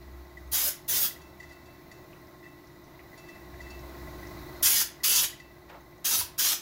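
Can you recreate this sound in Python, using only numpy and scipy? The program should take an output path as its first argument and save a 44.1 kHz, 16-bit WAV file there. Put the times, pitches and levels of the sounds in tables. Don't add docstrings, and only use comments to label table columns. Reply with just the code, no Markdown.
import sys
import numpy as np
from scipy import signal
from scipy.fft import rfft, irfft, next_fast_len
from scipy.io import wavfile
from scipy.ndimage import uniform_filter1d, map_coordinates

SR = 44100
rng = np.random.default_rng(int(sys.argv[2]) if len(sys.argv) > 2 else 0)


def decibels_to_gain(level_db):
    exponent = np.asarray(level_db, float) / 20
    return 10 ** exponent


def transcribe(u):
    v = np.clip(np.atleast_2d(u).T, -1, 1)
    q = np.round(v * 32767).astype(np.int16)
    wavfile.write(sys.argv[1], SR, q)


N = 291501

# valve opens [s], rise [s], nozzle hiss [dB], sag of the hiss [dB per s],
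# lift of its thin top [dB].
TRIGGER_PULLS = [
    (0.514, 0.019, -25.5, 8, 2.5),
    (.878, 0.018, -27, -4, 5),
    (4.625, 0.0056, -18, 31, -0.5),
    (5.033, 0.014, -21, 20, -0.5),
    (6.043, 0.012, -25, 12, 2.5),
    (6.378, 0.018, -24, 22, 2),
]
# time [s], jet
# level [dB].
WRIST_SWEEPS = [
    [(.535, -33.5), (.552, -29.5), (.661, -35), (.69, -34)],
    [(.895, -33), (.973, -30), (1.005, -35.5), (1.055, -30.5)],
    [(4.64, -27.5), (4.666, -21), (4.692, -29.5), (4.722, -27), (4.76, -27.5), (4.815, -28.5)],
    [(5.05, -24), (5.08, -28.5), (5.198, -23), (5.224, -35), (5.24, -28)],
    [(6.06, -27.5), (6.094, -31), (6.156, -27.5), (6.178, -35.5), (6.205, -32)],
    [(6.395, -28), (6.489, -26.5), (6.53, -28.5)],
]
# frequency [Hz], density [dB per Hz].
JET_SPECTRUM = [(330, -22.5), (520, -22), (1400, -13), (2400, -13), (3300, -6), (4100, -7.5), (5000, -4.5),
                (6800, -3), (7600, -9.5), (9700, -10), (11000, -3.5), (13000, -8.5), (14200, -5),
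                (15700, -7.5)]
# frequency [Hz], t60 [s].
VAN_RING = [(500, 0.24), (2000, 0.5), (6000, 0.32), (15000, 0.24)]
# start [s], level [dB], brightness [dB per octave].
CLINKS = [(1.213, -60, 3), (1.397, -57, 1), (1.426, -58, 0), (1.489, -57, 0), (1.519, -60, 4),
          (1.656, -59, 0), (1.912, -57, 3), (2.435, -58, -9), (3.175, -56, 5), (3.255, -57, -4),
          (3.283, -54, 1), (3.612, -52, 1), (3.67, -57, -1), (3.703, -55, 3), (5.396, -57, 2)]
# frequency [Hz], level [dB], t60 [s].
FITTING_MODES = [(2655, -3.5, .55), (3520, -2, .16), (4030, -10, .1), (4447, -4, .15), (4640, -2, .14),
                 (4807, -10, .15), (5600, -15, .35), (5674, -18, .06), (6090, -12, .1), (6794, -8, .14),
                 (7090, -11, .12), (8400, -15, .08), (9800, -14, .08), (11160, -13, .08)]
# start [s], peak [dB].
REEL_KNOCKS = [(0.2523, -46), (0.37, -37.5), (1.1029, -44), (1.1568, -42), (1.3997, -38), (1.4272, -36.5),
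               (1.507, -40), (1.9131, -40.5), (2.4274, -43), (2.4538, -38), (3.1298, -40), (3.2846, -38),
               (3.3508, -37.5), (3.54, -46), (3.6019, -36), (3.6666, -37), (4.2266, -41), (4.2637, -43),
               (4.999, -41.5), (5.3248, -40.5), (5.3981, -38.5)]
# frequency [Hz], level [dB], t60 [s].
REEL_MODES = [(1800, -14, .12), (1950, 0, .1), (2008, -2, .08)]
# start [s], level [dB], pitch [Hz].
DRY_TICKS = [(2.128, -49.5, 2630), (2.27, -54, 5330), (2.67, -55, 5290), (2.84, -56, 5500),
             (2.954, -52, 4110), (6.21, -32.5, 1000), (2.992, -43.5, 2110), (3.54, -42, 1890),
             (.025, -51, 4040), (3.791, -48, 5700), (4.27, -47, 5900), (4.39, -44, 4200),
             (5.808, -58, 6300), (5.98, -58, 6270)]
# start [s], length [s], level [dB], starting pitch [Hz].
FAR_SQUEALS = [
    (4.48, .15, -62, 4020),
    (4.455, .07, -62, 4370),
]
# frequency [Hz], level [dB], t60 [s].
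FLOOR_PAN = [(62, 2.5, 0.4), (91.4, 6, 0.31)]
# frequency [Hz], width [Hz], level [dB].
PUMP_CASING = [(619, 58, 7.5), (1525, 19, -4.5)]
# multiple of the crank rate, level [dB rms].
PUMP_ORDERS = [(8, -65), (9.5, -68), (15, -71), (16, -72), (17, -71), (18, -62), (19, -67), (23, -70)]
# frequency [Hz], level [dB rms].
MOTOR_HUM = [(50, -68), (200, -69), (866.5, -72), (883, -72), (949.7, -73), (1033, -77), (1050, -75),
             (1066.4, -63), (1133, -78)]
# time [s], level [dB], firing rate [Hz].
ENGINES_PASSING = [(0.0, -50, 64), (0.15, -45, 64), (0.31, -53, 66.2), (0.48, -44, 65.3), (0.77, -62, 67.1),
                   (0.94, -53, 67.6), (1.07, -70, 69.3), (1.18, -56, 70.9), (1.5, -56.5, 71.6),
                   (2.2, -66.5, 71), (3.05, -61, 65), (3.28, -67, 63), (3.42, -55, 63.8), (3.65, -45.5, 64),
                   (4.53, -48.5, 64), (4.82, -59, 62.7), (5.7, -59, 61.5), (6.61, -72, 55)]
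# frequency [Hz], density [dB per Hz].
SHOP_AIR = [(25, -17), (60, -13), (140, -6), (230, -15.5), (350, -10.5), (470, -20), (620, -16.5),
            (800, -18), (2300, -26), (3000, -35.5), (5200, -32), (6600, -34.5), (8500, -42), (14500, -30.5)]


def unit(x):
    return x / np.sqrt(np.mean(x ** 2) + 1e-20)


def along(points, hz):
    f, v = np.transpose(points)
    return np.interp(np.log(hz + 1), np.log(f + 1), v)


def curves(rows):
    s, *cols = np.transpose(rows)
    return [np.interp(np.arange(N) / SR, s, c) for c in cols]


def wobble(rate):
    knots = rng.standard_normal(int(N * rate / SR) + 4)
    return map_coordinates(knots, [np.arange(N) * rate / SR])


def filtered(x, response):
    m = next_fast_len(N + SR // 2)
    return irfft(rfft(x, m) * response(np.fft.rfftfreq(m, 1 / SR)), m)[..., :N]


def resonances(modes):
    def response(f):
        return sum((-1) ** k * decibels_to_gain(db) * 1j * f * w / (c * c - f * f + 1j * f * w)
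                   for k, (c, w, db) in enumerate(modes))
    return response


def band_noise(noise, hz, width):
    return unit(filtered(noise, lambda f: resonances([(hz, width, 0)])(f) ** 2))


def rush(spectrum, patchy_db):
    z = signal.stft(rng.standard_normal(N), nperseg=512)[2]
    field = uniform_filter1d(rng.standard_normal(z.shape), size=2, axis=0)
    field = uniform_filter1d(field, size=10, axis=1)
    x = signal.istft(z * decibels_to_gain(patchy_db * unit(field)), nperseg=512)[1][:N]
    return filtered(x, lambda hz: decibels_to_gain(along(spectrum, hz)))


def tail(stretch):
    hz, t, z = signal.stft(rng.standard_normal(SR // 2), SR, nperseg=256)
    t60 = stretch * along(VAN_RING, hz)[:, None]
    h = signal.istft(z * decibels_to_gain(-60 * t / t60), SR, nperseg=256)[1]
    return h / np.linalg.norm(h)


def spray():
    sweep_mid_db, splash_db, drum_db = -28.5, -41, -51
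    splash_follows, drum_follows = 0.81, -0.11
    spit_peak_db, spit_s = 3, 0.011
    out, t = np.zeros(N), np.arange(N) / SR
    noise = rush(JET_SPECTRUM, patchy_db=3.0) * decibels_to_gain(0.53 * wobble(60) + 0.52 * wobble(500))
    under = [filtered(noise, lambda hz: 1 / (1 + (hz / edge) ** 12)) for edge in (950, 2700, 8500, 13000)]
    drum, splash, jet = unit(under[0]), unit(under[1] - under[0]), unit(under[2] - under[1])
    hiss = noise - under[2]
    thin_top = (noise - under[3]) / np.std(hiss)
    hiss = unit(hiss)
    for rows, (opens, rise, hiss_db, sag_db, top_db) in zip(WRIST_SWEEPS, TRIGGER_PULLS):
        aim_db, shuts = curves(rows)[0] - sweep_mid_db, rows[-1][0]
        spit_db = spit_peak_db * np.exp(-((t - shuts) / spit_s) ** 2)
        valve = np.clip((t - opens) / rise, 0, 1) ** 0.85
        valve *= decibels_to_gain(-450 * np.clip(t - shuts, 0, 1))
        mix = decibels_to_gain(sweep_mid_db + aim_db) * jet
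        mix += decibels_to_gain(hiss_db - sag_db * np.clip(t - opens, 0, 1)) * (hiss + (decibels_to_gain(top_db) - 1) * thin_top)
        mix += decibels_to_gain(splash_db + splash_follows * aim_db + spit_db) * splash
        mix += decibels_to_gain(drum_db + drum_follows * aim_db + spit_db) * drum
        now = slice(round(opens * SR), round((shuts + .5) * SR))
        direct = (valve * decibels_to_gain(-1.0) * mix)[now]
        van = np.pad(tail(0.85), (130, 0))
        out[now] += direct + decibels_to_gain(-7) * signal.fftconvolve(direct, van)[:len(direct)]
    return out


def rings(hits, modes):
    out, t = np.zeros(N + SR), np.arange(SR // 2) / SR
    crack_band = signal.butter(2, [2300, 7200], 'band', fs=SR)
    chance = rng.standard_normal((len(hits), len(modes)))
    for (s, db, tilt_db), luck in zip(hits, chance):
        ring = 0
        for (hz, level, t60), e in zip(modes, luck):
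            mode_db = level + tilt_db * np.log2(hz / 2700) + 1.5 * e
            ring = ring + decibels_to_gain(mode_db - 60 * t / t60) * np.sin(2 * np.pi * hz * t + 9 * e)
        crack = signal.lfilter(*crack_band, rng.standard_normal(len(t)))
        crack *= decibels_to_gain(-2 + tilt_db - 60 * t / .16)
        out[round(s * SR):][:len(t)] += decibels_to_gain(db) * (ring + crack) * (1 - np.exp(-t / .0025))
    return out


def ticks():
    out, t = np.zeros(N + SR), np.arange(SR // 2) / SR
    for s, db, hz in DRY_TICKS:
        band = signal.iirpeak(hz, 4, SR)
        grit = decibels_to_gain(-60 * t / .045) * rng.standard_normal(len(t))
        grit = signal.lfilter(*band, signal.lfilter(*band, grit))
        out[round(s * SR):][:len(t)] += decibels_to_gain(db) * grit / np.abs(grit).max()
    return out


def squeals():
    out, rises_hz_per_s = np.zeros(N), 1900
    for s, lasts, db, hz in FAR_SQUEALS:
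        since = np.arange(N) / SR - s
        swell = np.sin(np.pi * np.clip(since / lasts, 0, 1))
        out += decibels_to_gain(db) * swell * np.sin(2 * np.pi * since * (hz + rises_hz_per_s * since / 2))
    return out


def clinks():
    knocks = [(s, db - 8, -8) for s, db in REEL_KNOCKS]
    metal = rings(CLINKS, FITTING_MODES) + rings(knocks, REEL_MODES) + ticks()
    shaken = metal[:N] * decibels_to_gain(1.5 * wobble(90)) + decibels_to_gain(1.5 * wobble(40)) * squeals()
    return shaken + decibels_to_gain(-6) * signal.fftconvolve(shaken, tail(1.1))[:N]


def scuff():
    start_s, level_db, rise_s, hold_s, fades_db_per_s = 5.687, -46.5, 0.011, 0.067, 260
    start_hz, end_hz, slows_s = 2480, 450, 0.019
    t = np.clip(np.arange(N) / SR - start_s, 0, None)
    drag = np.clip(t / rise_s, 0, 1) * decibels_to_gain(level_db - fades_db_per_s * np.clip(t - hold_s, 0, 1))
    centre = end_hz + (start_hz - end_hz) * np.exp(-t / slows_s)
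    share = np.clip(np.log(centre / 500) / np.log(5), 0, 1)
    grit = rng.standard_normal((2, N)) * decibels_to_gain(1.0 * wobble(180))
    dull, bright = band_noise(grit[0], 690, 840), band_noise(grit[1], 1480, 1600)
    return drag * ((1 - share) * dull + share * bright)


def bump():
    start_s, level_db, rise_s = 6.17, -41.5, 0.025
    t = np.clip(np.arange(N) / SR - start_s, 0, None)
    ring = sum(decibels_to_gain(db - 60 * t / t60) * np.sin(2 * np.pi * hz * t) for hz, db, t60 in FLOOR_PAN)
    return decibels_to_gain(level_db) * ring * (1 - np.exp(-t / rise_s)) ** 2


def rustle():
    flecks, level_db, spread_db, low_hz, high_hz, t60 = 70, -66, 3, 4000, 7000, .03
    out, t = np.zeros(N + SR), np.arange(SR // 20) / SR
    for when, pitch, size in rng.random((flecks, 3)):
        hz = low_hz * (high_hz / low_hz) ** pitch
        fleck = decibels_to_gain(level_db - spread_db * np.log(size) - 60 * t / t60) * (1 - np.exp(-t / .002))
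        rough = 1 + rng.standard_normal(len(t)) / 2
        out[int(when * N):][:len(t)] += fleck * np.sin(2 * np.pi * hz * t) * rough
    return out[:N]


def compressor():
    crank_hz, first_stroke_s = 16.76, .013
    t, turns = np.arange(N) / SR, np.arange(int(N / SR * crank_hz))
    strokes = np.zeros(N)
    stroke_db = 0.25 * (-1.) ** turns + rng.normal(0, 0.53, len(turns))
    strokes[((first_stroke_s + turns / crank_hz) * SR).astype(int)] = decibels_to_gain(stroke_db)
    knock = signal.fftconvolve(strokes, tail(1.0))[:N]
    casing = decibels_to_gain(-64) * unit(filtered(knock, resonances(PUMP_CASING)))
    ping = np.arange(1800) * decibels_to_gain(-np.arange(1800) / 28)
    seat = signal.fftconvolve(strokes, ping)[:N]
    plate = np.sin(2 * np.pi * (1980 * t + np.cumsum(30 * wobble(60)) / SR))
    valve = decibels_to_gain(-68) * unit(seat * plate)
    valve += decibels_to_gain(-70.5) * band_noise(rng.standard_normal(N), 1975, 130)
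    intake = decibels_to_gain(-71.0) * band_noise(rng.standard_normal(N), 3950, 900)
    crank = 2 * np.pi * crank_hz * t
    uneven = .75 * np.sin(crank / 2) + .75 * np.sin(crank)
    fan = decibels_to_gain(-54) * np.sin(21 * crank + uneven)
    lines = MOTOR_HUM + [(order * crank_hz, db) for order, db in PUMP_ORDERS]
    hum = sum(decibels_to_gain(db + 3 + 1.2 * wobble(4)) * np.sin(2 * np.pi * (hz * t + rng.random())) for hz, db in lines)
    return casing + valve + intake + decibels_to_gain(-2.0) * fan + decibels_to_gain(-4.0) * hum


def engine():
    db, hz = curves(ENGINES_PASSING)
    phase = 2 * np.pi * np.cumsum(hz) / SR + 0.39 * wobble(7.4)
    tone = np.sqrt(2) * np.sin(phase) + decibels_to_gain(-19.5) * np.sin(2 * phase)
    rumble = band_noise(rng.standard_normal(N), 66, 35)
    return decibels_to_gain(db - 1.5) * (decibels_to_gain(1.5 * wobble(20)) * tone + decibels_to_gain(-10) * rumble)


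def workshop_air():
    return decibels_to_gain(-55.5 + 0.66 * wobble(4.1)) * unit(rush(SHOP_AIR, patchy_db=1.5))


def camera_gain():
    creep_from_s, creep_s, creep_db, duck_s, rest_db, after_db = 2.67, 1.72, 8, 0.082, 1, 0
    t = np.arange(N) / SR
    risen = np.sin(np.pi / 2 * np.clip((t - creep_from_s) / creep_s, 0, 1)) ** 2
    creep = rest_db + creep_db * risen
    return after_db + (creep - after_db) * np.exp(-np.clip(t - TRIGGER_PULLS[2][0], 0, None) / duck_s)


def scene():
    close = spray() + clinks() + scuff() + bump()
    riding = decibels_to_gain(camera_gain()) * (rustle() + compressor() + workshop_air())
    return (close + riding + engine())[None]


def roll_off(x):
    return signal.sosfilt(signal.butter(12, 16970, fs=SR, output="sos"), x)


def record(dry):
    top_hz = 15780
    mix = filtered(dry, lambda hz: .5 - .5 * np.tanh((hz - top_hz) / 14))
    return roll_off(mix)


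dry = scene()
out = record(dry)
transcribe(out)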